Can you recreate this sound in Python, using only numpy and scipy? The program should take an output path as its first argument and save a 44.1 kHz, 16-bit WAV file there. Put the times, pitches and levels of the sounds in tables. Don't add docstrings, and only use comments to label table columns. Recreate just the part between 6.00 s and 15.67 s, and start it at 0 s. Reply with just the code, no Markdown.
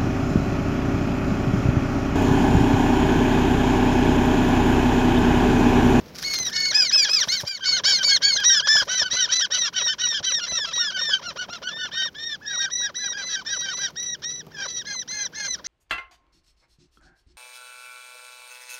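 import sys
import numpy as np
from scipy import signal
from scipy.fft import rfft, irfft
from scipy.io import wavfile
from scipy.ndimage import uniform_filter1d, minimum_filter1d

SR = 44100
rng = np.random.default_rng(int(sys.argv[2]) if len(sys.argv) > 2 else 0)


def wav_out(sig):
    wavfile.write(sys.argv[1], SR, np.round(np.clip(np.atleast_2d(sig).T, -1, 1) * 32767).astype(np.int16))


N = 426447

# start_s, end_s, top_pitch_hz, crest_place (0-1 of the held note),
#   sag_share (0-1 of the pitch lost after the crest), effort_db, fade_db (negative swells), rasp_db
HIGH_CALLS = [(0.23, 0.509, 2205, 0.14, 0.14, -31, 9, -17.5),
              (0.522, 0.731, 2208, 0.15, 0.0053, -26.0, -4.5, -11),
              (0.731, 0.925, 2543, 0.29, 0.24, -25, 10, -13.5),
              (0.911, 1.067, 2588, 0.29, 0.14, -20.5, 2.5, -12.5),
              (1.079, 1.259, 2580, 0.35, 0.38, -25, 3.5, -10),
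              (1.279, 1.421, 2254, 0.48, 0.12, -28, 10, -7), (1.449, 1.594, 2412, 0.24, 0.11, -36, 1, -15),
              (1.637, 1.807, 2243, 0.23, 0.079, -27.5, 1.5, -7.5),
              (1.835, 2.007, 2310, 0.34, 0.11, -24.5, 8, -1),
              (2.027, 2.185, 2281, 0.087, 0.073, -23.5, -1, -10),
              (2.218, 2.396, 2265, 0.29, 0.1, -27, 8, -10), (2.433, 2.624, 1930, 0.19, 0.16, -23, 7, -11.5),
              (2.67, 2.848, 1759, 0.24, 0.06, -19, 17, -9.5), (2.874, 3.052, 2004, 0.43, 0.14, -28, -7, -3),
              (3.098, 3.279, 2024, 0.38, 0.11, -28, 1, -6.0), (3.305, 3.475, 2015, 0.42, 0.17, -27, 7, -8),
              (3.504, 3.705, 1992, 0.41, 0.16, -29.5, 4.5, -4.5),
              (3.742, 3.953, 1927, 0.29, 0.09, -33, -5, -12),
              (3.981, 4.214, 1930, 0.27, 0.15, -32.5, 2, -9.5),
              (4.226, 4.42, 1994, 0.32, 0.13, -31, 3.5, -13), (4.46, 4.68, 2003, 0.17, 0.2, -32.5, 0, -14),
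              (4.72, 4.927, 1929, 0.074, 0.16, -31, 1, -15),
              (4.973, 5.165, 1849, 0.21, 0.12, -30.5, -4, -14.0),
              (5.664, 5.886, 1815, 0.6, 0.043, -37.5, -6.5, -27),
              (5.909, 6.099, 1861, 0.37, 0, -32, -3.5, -13.0),
              (6.14, 6.372, 1854, 0.54, 0.075, -36.0, -6.5, -9.5),
              (6.447, 6.678, 1906, 0.4, 0.023, -33.5, -10, -14),
              (6.698, 6.888, 1962, 0.21, 0.035, -31, -0.5, -19.5),
              (6.941, 7.156, 1990, 0.27, 0.055, -33, 5, -23),
              (7.169, 7.379, 2015, 0.39, 0.057, -33.5, -8.5, -4.5),
              (7.447, 7.68, 1959, 0.54, 0.035, -34, 1, -10.5),
              (7.682, 7.888, 1993, 0.55, 0.06, -33.5, -8, -12),
              (7.954, 8.166, 1961, 0.38, 0.03, -34.5, 0, -15.5),
              (8.218, 8.428, 1968, 0.52, 0.012, -36.5, 4.5, -11.5),
              (8.609, 8.836, 1984, 0.42, 0.052, -38.5, -4, -6.5),
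              (8.849, 9.042, 2108, 0.24, 0.081, -36, -1, -19.0),
              (9.075, 9.283, 2100, 0.36, 0.05, -34, -0.5, -16),
              (9.342, 9.568, 2135, 0.26, 0.085, -34, -2, -9.5),
              (9.642, 9.786, 2083.0, 0.14, 0.0, -39.5, 16, -8.0)]
# start_s, end_s, top_pitch_hz, sag_share (0-1), effort_db,
#   fade_db (negative swells), rasp_db
LOW_CALLS = [(0.486, 0.684, 1798, 0.017, -36.5, 0, -11), (0.705, 0.86, 1719, 0.16, -30.5, 6, 16),
             (0.904, 0.972, 1700.0, 0.0, -32.5, -11, 2), (1.008, 1.106, 1707, 0.034, -31, -6, 5),
             (1.094, 1.22, 1303, 0.11, -39, -3.5, -28), (1.199, 1.262, 1559, 0.18, -34, -2.5, 11),
             (1.31, 1.413, 1610.0, 0.24, -46, 6, -13), (1.462, 1.592, 1580, 0.11, -46, 3, 7),
             (1.588, 1.7, 1562, 0.074, -35.5, -6.5, -10), (1.707, 1.817, 1544, 0.1, -31.5, -1, 10),
             (1.838, 1.942, 1614, 0.0, -28.0, 2, 11.5), (1.952, 2.055, 1566, 0.056, -32, -8.5, 1),
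             (2.069, 2.184, 1650, 0.066, -30.5, 2, -1), (2.204, 2.337, 1650, 0.054, -30.5, 2, -6),
             (2.345, 2.457, 1660, 0.067, -29.5, -2.5, -13), (2.472, 2.618, 1601.0, 0.15, -31.5, 4.5, -19),
             (2.604, 2.708, 1698.0, 0.066, -30, 1, -16.0), (2.75, 2.837, 1706, 0.094, -21.5, 3.5, -19),
             (2.87, 3.036, 1532, 0.0097, -35.5, 17.5, 10), (3.012, 3.108, 1520, 0.0065, -32, 3.5, -10),
             (3.141, 3.265, 1517, 0.016, -32, 4, -3), (3.27, 3.345, 1560, 0.088, -33.5, 4, 3.0),
             (3.389, 3.476, 1610, 0.04, -32.0, 2.5, -16), (3.501, 3.6, 1528, 0.07, -34.5, 0, 18),
             (3.617, 3.698, 1398, 0, -33.5, -2, -12), (3.723, 3.835, 1500, 0.11, -33.5, -8, -1),
             (3.859, 3.956, 1531.0, 0.011, -35, 8, -26), (3.978, 4.084, 1486, 0.018, -37.5, -8.5, -12),
             (4.118, 4.205, 1586, 0.065, -39, 7, -8), (4.234, 4.342, 1546.0, 0.19, -38, -6.5, -6),
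             (4.381, 4.49, 1417, 0.035, -36, -0.5, -7.5), (4.501, 4.606, 1320, 0.0033, -36, -6, -4),
             (4.637, 4.742, 1372, 0.086, -34, 2.5, -8), (4.767, 4.889, 1445, 0.0092, -33.5, 7, -20),
             (4.902, 5.031, 1533, 0.067, -32.5, -5, -1.5), (5.084, 5.207, 1536, 0.0, -31, 3.5, -5),
             (5.21, 5.335, 1408, 0.1, -33.5, -3.5, -3.5), (5.357, 5.466, 1493, 0.028, -32, 5, -4),
             (5.479, 5.596, 1417, 0.075, -35, 2, -4), (5.615, 5.747, 1496, 0.16, -35.0, 3.5, -7),
             (5.76, 5.902, 1495, 0.077, -36, -3.5, -20), (5.934, 6.074, 1543, 0.017, -33.5, -3.5, -15),
             (6.399, 6.583, 1685.0, 0.14, -37.5, -8, -10), (6.572, 6.705, 1590, 0.0067, -32.5, -1, -8),
             (6.797, 6.915, 1648, 0.025, -34.0, -3, -2.0), (6.969, 7.103, 1655, 0.046, -37, -6.5, -3),
             (7.111, 7.257, 1642, 0.084, -34.5, -1.5, 3), (7.271, 7.433, 1625, 0.079, -37.5, -9, -10),
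             (7.461, 7.586, 1607, 0.084, -36, -9.5, -7), (7.604, 7.755, 1560, 0.086, -34.5, -5, -4.5),
             (7.775, 7.916, 1615, 0.13, -36.0, 3.5, 9), (8.502, 8.675, 1617, 0.05, -37.5, -18.5, 8),
             (8.838, 8.964, 1680.0, 0.058, -37, -4.5, -4), (9.094, 9.273, 1678, 0.056, -38.5, -6, 9),
             (9.318, 9.494, 1686, 0.059, -37, -7.5, 7), (9.558, 9.616, 1406, 0.06, -42, -9.5, 6)]
# time_s, second_harmonic_db, third_harmonic_db
HIGH_OVERTONES = [(.3, 2.5, 2.5), (1.3, 3, 0), (2.25, 8.5, 6), (2.75, -6, 0.5), (3.2, 1, 0.5), (4.4, 2, 1),
                  (5.1, 1.5, -2), (5.8, 1.5, -11.5), (6.7, 0, -3), (8.3, -2, -2), (8.8, 1, 0),
                  (9.3, -1, 3.5)]
# time_s, second_harmonic_db, third_harmonic_db
LOW_OVERTONES = [(.6, -16, -6.5), (1.05, -1, -1), (2.1, -3.5, -11), (2.8, -5, -8), (3.6, 5, -3),
                 (4.4, 6.5, -1.5), (4.8, -3.5, -7.5), (6, -1, -7.5), (6.5, -20, -16.5), (7.6, -8, -6),
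                 (9.4, -14.5, -11)]
# frequency_hz, level_db
THROAT_COLOUR = [(300, -8.5), (550, 4.5), (760, -14), (1000, 0.5), (1250, -7.5), (1600, 1.5), (2000, -6.5),
                 (2550, -8), (3100, 5.5), (4400, -2.5), (5800, 7.5), (6700, -11.5), (7800, -28.5),
                 (10500, -29), (15500, -34)]
# centre_hz, width_hz, level_db
HOLLOW_MODES = [(1840, 55, 0), (2150, 50, 2.5), (2840, 330, -3), (3410, 110, -2), (4370, 120, 4),
                (5200, 320, -0.5), (5204, 57, 1), (7180, 360, 8)]
# time_s, peak_db
TICKS = [(0.1436, -67), (0.3236, -45), (0.3441, -58), (0.604, -38), (0.7103, -50), (1.1443, -36),
         (1.273, -59), (1.425, -57), (2.4034, -40), (2.795, -47), (4.6766, -50), (7.6076, -53),
         (7.7897, -47), (7.906, -54), (8.0306, -46), (8.4672, -54)]
# time_s, level_db
SHUFFLE_LEVEL = [(0.13, -83), (0.151, -59.5), (0.45, -59), (0.55, -68.5), (0.72, -72), (0.95, -75),
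                 (1.15, -67), (1.42, -58.5), (1.47, -67), (1.8, -109), (1.9, -66), (2.6, -100), (2.8, -59),
                 (2.9, -83), (5.5, -88), (7.4, -100), (7.8, -86), (8.1, -90)]
# frequency_hz, level_db (per Hz)
CLAW_COLOUR = [(300, 0.5), (1500, 21), (3000, 16.5), (5500, 27.5), (8000, 5.5), (12000, 10), (15500, 5.5)]
# time_s, peak_db
BUMPS = [(0.399, -27), (0.479, -35), (1.273, -28.5), (1.434, -25), (2.359, -35), (2.753, -23.5),
         (2.817, -28), (3.018, -29), (3.132, -25.5), (4.202, -31.5), (4.519, -30.5), (4.76, -37),
         (5.278, -36), (5.49, -31), (5.849, -34), (8.349, -54), (8.468, -35.5)]
# frequency_hz, level_db (per Hz)
OUTDOOR_COLOUR = [(25, -19), (75, 0), (105, -5), (170, 2), (260, -3), (480, -5), (800, -12.5), (1500, -18),
                  (3000, -21.5), (6000, -26), (8500, -44), (15500, -30.5)]
# time_s, rms_level_db (full scale)
OUTDOOR_LEVEL = [(0, -44), (1.44, -52), (1.48, -70), (1.58, -58.5), (1.7, -48), (3.7, -54), (5.6, -51.5),
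                 (6.6, -54), (8.3, -52), (9.6, -52)]
# time_s, firing_rate_hz, level_db
HUM = [(7.4, 58.2, -64), (7.899, 73, -59.5), (8.45, 78.8, -54), (8.9, 75.6, -63)]
SHIMMER_DB = 2
EDGE_HZ = 15900


def amp(db):
    return 10 ** (np.asarray(db) / 20)


def unit(x):
    return x / np.sqrt(np.mean(x ** 2) + 1e-20)


def add(mix, start_s, sound):
    part = mix[max(round(start_s * SR), 0):][:len(sound)]
    part += sound[:len(part)]


def colour(x, points):
    hz, db = np.transpose(points)
    bins_hz = np.fft.rfftfreq(len(x), 1 / SR)
    curve_db = np.interp(np.log(bins_hz + 1), np.log(hz), db)
    return irfft(rfft(x) * amp(curve_db), len(x))


def band(x, lo_hz, hi_hz):
    hz = np.fft.rfftfreq(len(x), 1 / SR) + 1e-3
    loss = np.sqrt((1 + (lo_hz / hz) ** 6) * (1 + (hz / hi_hz) ** 6))
    return irfft(rfft(x) / loss, len(x))


def wander(size, lo_hz, hi_hz):
    return unit(band(rng.standard_normal(SR // 2), lo_hz, hi_hz))[:size]


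def high_chick():
    voice = dict(
        rise=.021, fall=.026,
        scoop=.42, droop=.34, droop_per_sag=1.2, bend=1.2, climb=.3, whine=.00206, waver=.0074,
        rasp_db=-3.5, catch_db=22, clearing_db=5, patchy_db=6.5,
        count=3, buzz=1., swing=.22, hiss_db=-13,
        top_db=-2.5, top_slope_db=3.0, dull_db=6.0,
        db=-.5, swell_db=2.0, opening_db=12.5, snap=.96, closing_db=33, tremble_db=1.57)
    out = np.zeros(N)
    for row in HIGH_CALLS:
        add(out, row[0], call(*row, HIGH_OVERTONES, voice))
    return out


def low_chick(crest=.3973):
    voice = dict(
        rise=.03, fall=.028,
        scoop=.78, droop=.56, droop_per_sag=.3, bend=1.3, climb=.1515, whine=.02, waver=.015,
        rasp_db=-5, catch_db=5, clearing_db=-7.0, patchy_db=8.5,
        count=2, buzz=1.1, swing=.1, hiss_db=-15,
        top_db=-4, top_slope_db=.9, dull_db=6.0,
        db=1.27, swell_db=5.5, opening_db=10, snap=2.4, closing_db=12, tremble_db=2.5)
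    out = np.zeros(N)
    for start, end, top_hz, sag, effort, fade, rasp in LOW_CALLS:
        add(out, start, call(start, end, top_hz, crest, sag, effort, fade, rasp, LOW_OVERTONES, voice))
    return out


def call(start, end, top_hz, crest, sag, effort, fade, rasp_level, overtone_curve, voice):
    t = np.arange(start, end, 1 / SR)
    size = len(t)
    on, off = start + voice["rise"], end - voice["fall"]

    held = ((t - on) / (off - on)).clip(0, 1)
    crest = np.clip(crest, .05, .9)
    climbing = (crest - held).clip(0)
    sagging = ((held - crest) / (1 - crest)).clip(0)
    arch = 1 - voice["climb"] * climbing ** 2 - sag * sagging ** 1.5
    arch = arch + voice["whine"] * max(-fade, 0) * climbing

    opening = ((on - t) / voice["rise"]).clip(0, 1)
    closing = ((t - off) / voice["fall"]).clip(0, 1)
    slack = opening + closing
    droop = min(voice["droop"] + voice["droop_per_sag"] * sag, .7)
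    hz = top_hz * arch * (1 - voice["scoop"] * opening ** 2 - droop * closing ** voice["bend"])
    wavering_hz = hz * (1 + voice["waver"] * wander(size, 9.6, 43))
    phase = 2 * np.pi * np.cumsum(wavering_hz) / SR

    patches = wander(size, 5, 22)
    rasp_db = rasp_level + voice["rasp_db"] + voice["catch_db"] * opening
    rasp_db = rasp_db - voice["clearing_db"] * (held - .5) + voice["patchy_db"] * patches
    rasp = amp(np.minimum(rasp_db, -2))
    beat = phase / voice["count"] + .4 * wander(size, 15, 80)
    grit = .27 * wander(size, 60, 800)
    flutter = (1 + rasp * (voice["buzz"] * np.cos(beat) + grit)) / np.sqrt(1 + rasp ** 2 / 2)
    phase = phase + rasp * (voice["swing"] * np.sin(beat) + .18 * wander(size, 50, 300))

    time_s, second, third = np.transpose(overtone_curve)
    second_db = np.interp(t.mean(), time_s, second)
    third_db = np.interp(t.mean(), time_s, third)
    upper_db = third_db + voice["top_db"] - voice["top_slope_db"] * np.arange(5)
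    overtones = np.zeros(size)
    for order, db in enumerate(np.r_[second_db, third_db, upper_db], start=2):
        level = amp(db + SHIMMER_DB * wander(size, 6.3, 40))
        overtones += level * np.cos(order * phase + 2 * np.pi * rng.random())
    tone = np.cos(phase) + overtones * amp(-voice["dull_db"] * slack)
    hiss = amp(voice["hiss_db"]) * rasp * rng.standard_normal(size)

    loud_db = effort + voice["db"] + voice["tremble_db"] * wander(size, 11.2, 58.7)
    loud_db = loud_db - voice["swell_db"] * (2 * held - 1) ** 2 - fade * (held - .5)
    loud_db = loud_db - voice["opening_db"] * opening ** voice["snap"]
    loud_db = loud_db - voice["closing_db"] * closing ** 2.17
    return np.sqrt(2) * amp(loud_db) * (tone * flutter + hiss) * signal.windows.tukey(size, .03)


def ringing(x):
    hz = np.fft.rfftfreq(N, 1 / SR)
    curve_db = sum(db * np.exp(-((hz - centre) / width) ** 2) for centre, width, db in HOLLOW_MODES)
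    return irfft(rfft(x) * amp(curve_db), N)


def claws(grit_db=3, tick_db=-1, grains_per_s=2200, spread_db=4.5, clump_db=4.5):
    grains = rng.standard_normal(N) * (rng.random(N) < grains_per_s / SR)
    grains = grains * amp(spread_db * rng.exponential(1, N).clip(0, 4))
    clumps_db = clump_db * unit(band(rng.standard_normal(N), 3.1, 27))
    shuffle_db = np.interp(np.arange(N) / SR, *np.transpose(SHUFFLE_LEVEL))
    level = amp(shuffle_db + grit_db + clumps_db)
    grit = (unit(grains) + .5 * rng.standard_normal(N)) * level
    ticks = amp(tick_db) * blows(TICKS, decay_s=.001)
    return colour(grit + ticks, CLAW_COLOUR)


def bumps(bump_db=10):
    return amp(bump_db) * band(blows(BUMPS, decay_s=.0105), 62, 810)


def blows(rows, decay_s):
    out = np.zeros(N)
    t = np.arange(SR // 5) / SR
    for time_s, db in rows:
        add(out, time_s, amp(db) * np.exp(-t / decay_s) * rng.standard_normal(len(t)))
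    return out


def hollow(x, wet_db=-9, t60_s=.035):
    t = np.arange(SR // 6) / SR
    sparse = rng.standard_normal(len(t)) * (rng.random(len(t)) < .1)
    taps = sparse * (t > .001) * amp(-60 * t / t60_s)
    return x + amp(wet_db) * signal.oaconvolve(x, taps / np.linalg.norm(taps))[:N]


def outdoors():
    t = np.arange(N) / SR
    air = unit(colour(rng.standard_normal(N), OUTDOOR_COLOUR))
    air = air * amp(np.interp(t, *np.transpose(OUTDOOR_LEVEL)))
    time_s, hz, db = np.transpose(HUM)
    phase = 2 * np.pi * np.cumsum(np.interp(t, time_s, hz)) / SR
    hum = np.sin(2 * phase) + .5 * np.sin(5 * phase) + .5 * np.sin(6 * phase)
    return air + hum * amp(np.interp(t, time_s, db, left=-np.inf, right=-np.inf))


def scene():
    chicks = ringing(colour(high_chick() + low_chick(), THROAT_COLOUR))
    return (hollow(chicks + claws() + bumps()) + outdoors())[None]


def record(dry):
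    ceiling = .48
    gain = minimum_filter1d(np.minimum(1, ceiling / (abs(dry[0]) + 1e-9)), size=300)
    limited = dry * uniform_filter1d(gain, size=300)
    low_pass = signal.firwin(511, EDGE_HZ, window=("kaiser", 9), fs=SR)
    return signal.oaconvolve(limited, low_pass[None], "same")


dry = scene()
out = record(dry)
wav_out(out)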